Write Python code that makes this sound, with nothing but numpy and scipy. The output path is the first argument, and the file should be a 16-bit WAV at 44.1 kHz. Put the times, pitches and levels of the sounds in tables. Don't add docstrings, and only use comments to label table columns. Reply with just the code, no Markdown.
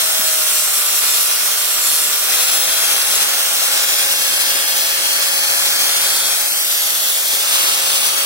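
import sys
import numpy as np
from scipy import signal
from scipy.fft import rfft, irfft
from scipy.io import wavfile
from scipy.ndimage import uniform_filter1d, map_coordinates

SR = 44100
rng = np.random.default_rng(int(sys.argv[2]) if len(sys.argv) > 2 else 0)


def generate_wav(signal):
    frames = np.transpose(np.atleast_2d(signal))
    scaled = np.clip(frames, -1, 1) * 32767
    pcm = np.round(scaled).astype(np.int16)
    wavfile.write(sys.argv[1], SR, pcm)


N = 363825
TIME = np.arange(N) / SR
BIN_HZ = np.maximum(np.arange(N // 2 + 1) * SR / N, 1)


def from_db(db):
    return np.exp(np.asarray(db) * (np.log(10) / 20))


def rms_one(x):
    return x / np.sqrt(np.mean(x ** 2) + 1e-20)


def in_time(rows):
    s, *columns = np.transpose(rows)
    return [np.interp(TIME, s, column) for column in columns]


def over_hz(points):
    hz, value = np.transpose(points)
    return np.interp(np.log(BIN_HZ), np.log(hz), value)


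def resonances(peaks):
    return sum(db / (1 + (2 * (BIN_HZ - hz) / width_hz) ** 2) for hz, width_hz, db in peaks)


def above(edge_hz):
    return 1 / (1 + (edge_hz / BIN_HZ) ** 40)


def white():
    return rng.standard_normal(len(BIN_HZ)) + 1j * rng.standard_normal(len(BIN_HZ))


def drift(rate_hz):
    slow = rng.standard_normal(N // 20)
    hz = np.arange(len(slow) // 2 + 1) * SR / N
    slow = irfft(rfft(slow) / (1 + (hz / rate_hz) ** 2), len(slow))
    return np.interp(np.arange(N) / 20, np.arange(len(slow)), rms_one(slow))


def narrow_noise(turns, width_hz):
    envelope = drift(width_hz) + 1j * drift(width_hz)
    return np.real(envelope * np.exp(2j * np.pi * turns))


def panned(x, pan_db):
    return x * from_db(np.array([[.5], [-.5]]) * pan_db)


def delayed(x, ms):
    return np.interp(np.abs(TIME - ms / 1000), TIME, x)


# start_s, end_s (lift begins), lean_in_s, lift_off_s, pressure (0-1), place
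STROKES = [(-.08, 2.224, 0.37, 0.11, 0.7, "flat"), (3.27, 3.54, 0.15, 0.071, 0.4, "flat"),
           (6.22, 7.26, 0.23, .22, 0.7, "tip")]


def contact(place):
    pressure = 0
    for start_s, end_s, lean_in_s, lift_off_s, peak, where in STROKES:
        if where == place:
            lean = np.clip((TIME - start_s) / lean_in_s, 0, 1)
            lift = np.clip(1 - (TIME - end_s) / lift_off_s, 0, 1)
            pressure = pressure + peak * lean * lift
    return pressure


FLAT_RASP_DB, TIP_RASP_DB = -15.5, -20
# freq_hz, density_db (per Hz)
RASP_COLOUR = [(150, -24), (700, -32), (1200, -35), (2400, -9.5), (3200, -5.5), (6500, -1), (7600, 0.5),
               (11500, -1), (12600, 0.5), (14000, -5), (15700, -21)]
# freq_hz, width_hz, gain_db
FLAT_RING = [(6670, 650, -3.5), (7140, 300, 3), (8160, 1200, 2), (11300, 1500, 4.5), (12450, 400, -3),
             (14000, 400, -9)]
TIP_RING = [(3540, 880, 7.5), (5600, 410, 5.5), (7000, 370, 2), (11500, 650, 7.5), (13200, 790, -11)]
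# freq_hz, left_minus_right_db
RASP_BALANCE = [(2400, -7), (3800, 4), (6500, -3.5), (8500, 4.5), (11500, 0.5), (13000, -2)]
# freq_hz, share (0-1)
FIBRE_SHARE = [(3000, .03), (6000, .14), (8000, .33), (11000, .5), (14000, .8)]
# middle_s, length_s, change_db
BITES = [(1.1, 0.45, 2), (1.62, 0.2, -1.5), (1.95, 0.2, 2), (2.143, 0.22, -3.5), (6.55, 0.16, -3),
         (6.78, 0.14, 3), (6.93, 0.08, -2), (7.15, 0.14, 2.5), (7.26, 0.1, -4)]


def rasp(disc_turns, flat, tip, memory_turns=14, grit_db=4.0, wobble=0.036, judder_db=0.75, size=256):
    shape = (int(TIME[-1] * 200), size)
    keep = np.exp(-1 / memory_turns)
    rim = signal.lfilter([1], [1, -keep], rng.standard_normal(shape), axis=0)
    rim = rim * from_db(grit_db * rng.standard_normal(size))
    place = (disc_turns + 100) * size
    grit = rfft(rms_one(map_coordinates(rim.ravel(), [place], order=3, mode="wrap")))
    fibres = rfft(rng.standard_normal((2, N)))
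    share = over_hz(FIBRE_SHARE)
    scratch = panned(np.sqrt(1 - share) * grit + np.sqrt(share) * fibres, over_hz(RASP_BALANCE))
    out = 0
    for pressure, level_db, ring in ((flat, FLAT_RASP_DB, FLAT_RING), (tip, TIP_RASP_DB, TIP_RING)):
        colour = from_db(over_hz(RASP_COLOUR) + resonances(ring))
        out = out + pressure * from_db(level_db) * rms_one(irfft(scratch * colour, N))
    bite_db = sum(db * np.exp(-(2 * (TIME - s) / length_s) ** 2) for s, length_s, db in BITES)
    runout = 1 + wobble * np.cos(2 * np.pi * disc_turns)
    return out * runout * from_db(bite_db + judder_db * drift(28))


SQUEAL_FADE_S, SQUEAL_DB, SQUEAL_WIDTH_HZ = 0.13, -25.5, 110
# start_s, end_s (half gain at both), cycles_per_disc_turn, level_re_squeal_db
SQUEALS = [(.42, .86, 55, -2), (.95, 1.5, 73.8, 1.5), (1.86, 2.04, 74, 0), (6.45, 7.3, 72, -1)]


def squeal(disc_turns):
    out = 0
    for start_s, end_s, cycles, db in SQUEALS:
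        swell = np.clip(np.minimum(TIME - start_s, end_s - TIME) / SQUEAL_FADE_S + .5, 0, 1)
        out = out + from_db(SQUEAL_DB + db) * swell * narrow_noise(cycles * disc_turns, SQUEAL_WIDTH_HZ)
    return out


def shaded(levels, flat, tip):
    free_db, flat_db, tip_db = levels
    return free_db + flat * flat_db + tip * tip_db


# low_hz, high_hz
AIR_EDGES_HZ = [(15, 300), (300, 900), (900, 2650), (2650, 7000), (7000, 12350), (12350, 17000)]
# free_db, flat_change_db, tip_change_db (at pressure 1), vent_swing_share
AIR_LEVELS = [(-49, -5.5, -3.5, 0.05), (-37, -4, -3, 0.06), (-26.5, -4, -4, 0.13), (-19, -3.5, -4, 0.59),
              (-19.5, -1.5, -1, 1.86), (-22.5, 1.5, 0.3, .5)]
SWIRL_DB = (1.6, .6, .6, .45, .3, .45)
# freq_hz, density_db (per Hz)
AIR_COLOUR = [(25, -36), (70, -17), (115, -23.5), (165, -17.5), (300, -15), (560, -9.5), (1000, -7),
              (1350, -3), (2500, -1), (3200, 1.5), (6000, 0.5), (7000, -1), (8300, 0), (11900, 0),
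              (12500, -5), (14200, -5.5), (15700, -3.5)]
# freq_hz, width_hz, gain_db
VENTS = [(487, 34, -8.5), (650, 66, 3), (3340, 270, 2.5), (4000, 400, -0.5)]
# time_s, swing_db (before each band's share)
VENT_SWING = [(0, 1.1), (.6, -2.7), (2.2, -1.8), (2.35, 1), (3.15, 0.8), (3.45, -0.8), (3.7, 0.5),
              (4.5, -0.26), (5, -0.9), (5.15, -0.1), (5.5, 0), (6.2, 0.3), (6.9, -1), (7.55, 0.55),
              (8.25, -0.4)]
# freq_hz, left_minus_right_db
AIR_BALANCE = [(200, 2.5), (850, 1), (1700, 3), (2500, -0.5), (3300, -1), (4500, 1.5), (7000, 1.5),
               (9000, 2.5), (11500, 2.5), (13000, 2), (15000, -2.5)]
# freq_hz, likeness (0-1)
LIKENESS = [(100, 0.8), (500, 0.85), (800, 0.9), (1300, .9), (2200, 0.35), (3000, .65), (5000, 0.6),
            (9000, 0.55)]
# time_s, lag_ms
LEFT_LAG = [(0, 0.12), (1.7, 0.1), (3.2, 0.092), (4.2, 0.19), (4.8, 0.23), (6.2, 0.1), (6.8, 0.17),
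            (8.25, 0.21)]


def fan_air(motor_turns, flat, tip, flutter_db=0.75, chop=0.078):
    alike = np.clip(over_hz(LIKENESS), 0, 1)
    source = irfft(white(), N)
    direct = rfft([delayed(source, in_time(LEFT_LAG)[0]), source])
    air = np.sqrt(alike) * direct + np.sqrt(1 - alike) * np.array([white(), white()])
    air = panned(air * from_db(over_hz(AIR_COLOUR) + resonances(VENTS)), over_hz(AIR_BALANCE))
    swing_db, = in_time(VENT_SWING)
    out = 0
    for (low_hz, high_hz), (*levels, share), swirl_db in zip(AIR_EDGES_HZ, AIR_LEVELS, SWIRL_DB):
        band = rms_one(irfft(air * (above(low_hz) - above(high_hz)), N))
        level_db = shaded(levels, flat, tip) + share * swing_db + swirl_db * drift(20)
        out = out + band * from_db(level_db)
    return out * from_db(flutter_db * drift(21)) * (1 + chop * np.cos(2 * np.pi * motor_turns))


def air_colour(curve, level_db, width_hz, pan_db):
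    cycles = np.cumsum(in_time(curve)[0]) / SR
    sides = np.array([narrow_noise(cycles, width_hz) for side in range(2)])
    return panned(from_db(level_db) * sides, pan_db)


# time_s, centre_hz
LOW_COLOUR = [(3.7, 1376), (4.2, 1663), (5.3, 1751), (6.25, 1428), (7.5, 1250)]
HIGH_COLOUR = [(3.9, 5700), (5.1, 4830), (5.8, 4520), (7, 3436), (8.25, 3084)]
# free_db, flat_change_db, tip_change_db (at pressure 1)
LOW_COLOUR_LEVEL = (-35.5, -1.6, -24)
HIGH_COLOUR_LEVEL = (-31, 1.9, -8)
JET_PAN_DB_PER_MS, JET_CENTRE_LAG_MS, JET_DEFLECT_DB = -1, 0.081, -2.5


def fan_jet(motor_turns, disc_turns, flat, tip, disc_chop=0.061):
    air = fan_air(motor_turns, flat, tip)
    low_db = shaded(LOW_COLOUR_LEVEL, flat, tip)
    high_db = shaded(HIGH_COLOUR_LEVEL, flat, tip)
    air = air + air_colour(LOW_COLOUR, low_db, width_hz=165, pan_db=8.5)
    air = air + air_colour(HIGH_COLOUR, high_db, width_hz=930, pan_db=4)
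    pan_db = JET_PAN_DB_PER_MS * (in_time(LEFT_LAG)[0] - JET_CENTRE_LAG_MS) + JET_DEFLECT_DB * flat
    stir = 1 + disc_chop * np.cos(2 * np.pi * disc_turns)
    return panned(air, pan_db) * stir


def tone(turns, level_db, waver_db=1.3):
    gain = np.sqrt(2) * from_db(level_db + waver_db * drift(23))
    return gain * np.sin(2 * np.pi * (turns + rng.random()))


# multiple_of_motor_speed, free_db, loaded_db (before the housing)
MOTOR_TONES = [(.78, -53, -60), (1, -42.5, -53.5), (2, -52.5, -57), (3, -48.5, -45), (4, -44.5, -62),
               (5, -41, -67), (12, -41, -53)]
# multiple_of_disc_speed, free_db, loaded_db (before the housing)
DISC_TONES = [(2.012, -59, -72), (2.99, -52.5, -56.5), (4, -53.5, -48), (5, -44, -51.5), (7.02, -52, -45),
              (7.96, -50, -42.5), (9, -47, -44), (9.98, -56, -47), (11.95, -58, -52), (12.95, -49, -46),
              (14.64, -61, -39), (19.34, -51, -39), (29, -60, -37)]
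# freq_hz, width_hz, gain_db
HOUSING = [(641, 52, 13.5), (1091, 20, 6), (1185, 84, 4.5), (1710, 44, 7)]
FAN_BLADES = 30
HUM_FREE_DB, HUM_LOADED_DB = -51.5, -59.5
WHISTLE_FREE_DB, WHISTLE_LOADED_DB = -27.5, -37.5


def whine(motor_turns, disc_turns, load):
    out = tone(disc_turns, HUM_FREE_DB + load * (HUM_LOADED_DB - HUM_FREE_DB))
    for turns, table in ((motor_turns, MOTOR_TONES), (disc_turns, DISC_TONES)):
        for multiple, free_db, loaded_db in table:
            out = out + tone(multiple * turns, free_db + load * (loaded_db - free_db))
    out = irfft(rfft(out) * from_db(resonances(HOUSING)), N)
    whistle_db = WHISTLE_FREE_DB + load * (WHISTLE_LOADED_DB - WHISTLE_FREE_DB)
    whistle = tone(FAN_BLADES * motor_turns, whistle_db, waver_db=1.0)
    return panned(out, pan_db=1.5) + panned(whistle, pan_db=-12 * load)


def blade_hiss(motor_turns, level_db=-34, width_hz=260, pan_db=-9):
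    return panned(from_db(level_db) * narrow_noise(FAN_BLADES * motor_turns, width_hz), pan_db)


# start_s, level_db
BUMPS = [(0.191, -26.5), (1.02, -38), (1.925, -39.5), (2.08, -36.5), (2.115, -40)]
# freq_hz, level_db, t60_s
WOOD = [(214, 5.5, 0.053), (247, -6, 0.052), (119.3, -5, 0.087)]
# start_s, level_db (before the high-pass)
TICKS = [(3.775, -7), (4.124, -7.5), (6.872, -14), (6.904, -12), (7.35, -14)]


def knocks(tick_t60_s=0.019):
    out = np.zeros((2, N))
    age = TIME[:SR // 5]
    bump = sum(from_db(db - 60 * age / t60_s) * np.sin(2 * np.pi * hz * age) for hz, db, t60_s in WOOD)
    bump = bump * (1 - np.exp(-age / 0.0045))
    for start_s, db in BUMPS:
        first = int(start_s * SR)
        out[:, first:first + len(age)] += from_db(db) * bump
    bright = signal.butter(2, 4000, "high", fs=SR, output="sos")
    for start_s, db in TICKS:
        first = int(start_s * SR)
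        crack = rng.standard_normal((2, len(age))) * from_db(db - 60 * age / tick_t60_s)
        out[:, first:first + len(age)] += signal.sosfilt(bright, crack)
    return out


def crackle(per_s=14, level_db=-21, t60_s=0.0054):
    born = rng.random(N) < per_s / SR
    sizes = born * from_db(level_db + 2 * np.minimum(rng.exponential(1, N), 3))
    bursts = signal.lfilter([1], [1, -from_db(-60 / (t60_s * SR))], sizes + 1e-18)
    bright = signal.butter(2, 5000, "high", fs=SR, output="sos")
    return signal.sosfilt(bright, bursts * rng.standard_normal((2, N)))


# delay_ms, level_db
ECHOES = [(0.701, -27.5), (1.15, -26), (2.8, -12)]
SWAY_MS, SWAY_PER_S = .025, .8


def surroundings(x, from_hz=2200):
    treble = irfft(rfft(x) / (1 + (from_hz / BIN_HZ) ** 4), N)
    heard = treble.copy()
    for delay_ms, db in ECHOES:
        path_ms = delay_ms + SWAY_MS * drift(SWAY_PER_S)
        heard += from_db(db) * np.array([delayed(side, path_ms) for side in treble])
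    return x - treble + heard * np.std(treble) / np.std(heard)


SLIP_RAD = 1.7


def shifting_treble(x, from_hz=3300, order=512, size=5, count=41):
    hz, _, frames = signal.stft(x, SR, nperseg=order)
    patches = rng.standard_normal(frames.shape[1:])
    for _ in range(2):
        patches = uniform_filter1d(patches, size, axis=0)
        patches = uniform_filter1d(patches, count, axis=1)
    treble = (hz ** 4 / (hz ** 4 + from_hz ** 4))[:, None]
    slip = SLIP_RAD * rms_one(patches) * treble
    return signal.istft(frames * np.exp(.5j * np.array([slip, -slip])), SR, nperseg=order)[1][:, :N]


# time_s, centre_hz, width_hz, depth (0-1)
LOW_THINNING = [(0, 3000, 200, .45), (2.2, 2980, 200, .3), (2.45, 3020, 260, .9), (2.8, 3000, 240, .85),
                (3.1, 3000, 220, .35), (3.8, 3000, 250, .35), (3.95, 3050, 380, .92),
                (4.33, 3000, 280, .85), (4.5, 2970, 300, .4), (5.2, 2900, 400, .6), (5.45, 2880, 480, .96),
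                (5.8, 2920, 420, .94), (5.97, 2950, 350, .35), (6.13, 2880, 400, .92),
                (6.3, 2880, 400, .92), (6.5, 2850, 350, .55), (6.75, 2450, 300, .65),
                (6.95, 2330, 300, .45), (7.08, 2380, 380, .95), (7.17, 2650, 300, .55),
                (7.24, 2850, 420, .92), (7.5, 3200, 300, .65), (7.7, 3000, 300, .25)]
MIDDLE_THINNING = [(0, 4620, 350, .7), (.7, 4720, 420, .8), (1.2, 4550, 300, .35), (1.85, 4680, 350, .65),
                   (2.3, 4700, 350, .35), (2.6, 4550, 400, .65), (3.6, 4600, 400, .25),
                   (4.2, 3730, 400, .05), (5.65, 3650, 500, .55), (6.05, 3900, 400, .1),
                   (6.44, 3600, 450, .45), (6.5, 3480, 850, .97), (6.62, 3900, 800, .97),
                   (6.68, 4100, 400, 0)]
HIGH_THINNING = [(0, 6270, 400, 0.2), (2.2, 6300, 400, 0.1), (2.55, 7000, 350, 0.65), (3.3, 7000, 400, .15),
                 (4.4, 6500, 600, 0.3), (6.2, 7400, 400, 0.35), (7.6, 7070, 400, 0.1), (7.9, 7000, 600, .5)]
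THINNING_WANDER_HZ, THINNING_FLICKER = 45, .45


def thinned_middle(x, spread=0.13, order=1024):
    middle_and_side = np.array([x[0] + x[1], x[0] - x[1]]) / 2
    hz, s, (mid, side) = signal.stft(middle_and_side, SR, nperseg=order)
    for curve in (LOW_THINNING, MIDDLE_THINNING, HIGH_THINNING):
        controls = (*in_time(curve), drift(12), drift(13))
        centre_hz, width_hz, depth, wander, waver = (np.interp(s, TIME, c) for c in controls)
        depth = np.clip(1 - (1 - depth) * np.exp(THINNING_FLICKER * waver), 0, 1)
        offset_hz = hz[:, None] - centre_hz - THINNING_WANDER_HZ * wander
        drained = depth / (1 + (2 * offset_hz / width_hz) ** 8)
        mid = mid * (1 - drained)
        side = side * (1 + spread * drained)
    return signal.istft(np.array([mid + side, mid - side]), SR, nperseg=order)[1][:, :N]


# time_s, turns_per_s
SPEED = [(0, 533), (.3, 521.5), (.85, 486.5), (1.1, 479.2), (1.47, 488.8), (1.72, 488.2), (2.03, 480.5),
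         (2.25, 491), (2.62, 526), (2.95, 541), (3.22, 545.7), (3.65, 540.5), (4.4, 550.3), (5.4, 553.4),
         (6.25, 553.6), (6.78, 535.3), (7.5, 543), (8.25, 550.2)]
GEAR_RATIO = 11 / 36
TIP_WHINE_DB = -5.5


def scene(unsteady=0.000684, flat_load=1.0, tip_load=0.07):
    speed = uniform_filter1d(in_time(SPEED)[0], size=5000, mode="nearest")
    flat, tip = contact("flat"), contact("tip")
    motor_turns = np.cumsum(speed * (1 + unsteady * drift(18.5))) / SR
    disc_turns = GEAR_RATIO * motor_turns
    air = fan_jet(motor_turns, disc_turns, flat, tip)
    sanding = rasp(disc_turns, flat, tip) + squeal(disc_turns)
    load = flat_load * flat + tip_load * tip
    tones = whine(motor_turns, disc_turns, load) * from_db(TIP_WHINE_DB * tip)
    heard = shifting_treble(surroundings(air + sanding + tones + blade_hiss(motor_turns)))
    return thinned_middle(heard) + knocks() + crackle()


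LOW_CUT_HZ, CUTOFF_HZ = 217, 15780


def record(dry):
    low_cut = signal.butter(3, LOW_CUT_HZ, "high", fs=SR, output="sos")
    top_cut = signal.ellip(14, .1, 100, CUTOFF_HZ, fs=SR, output="sos")
    return signal.sosfilt(top_cut, signal.sosfilt(low_cut, dry))


dry = scene()
out = record(dry)
generate_wav(out)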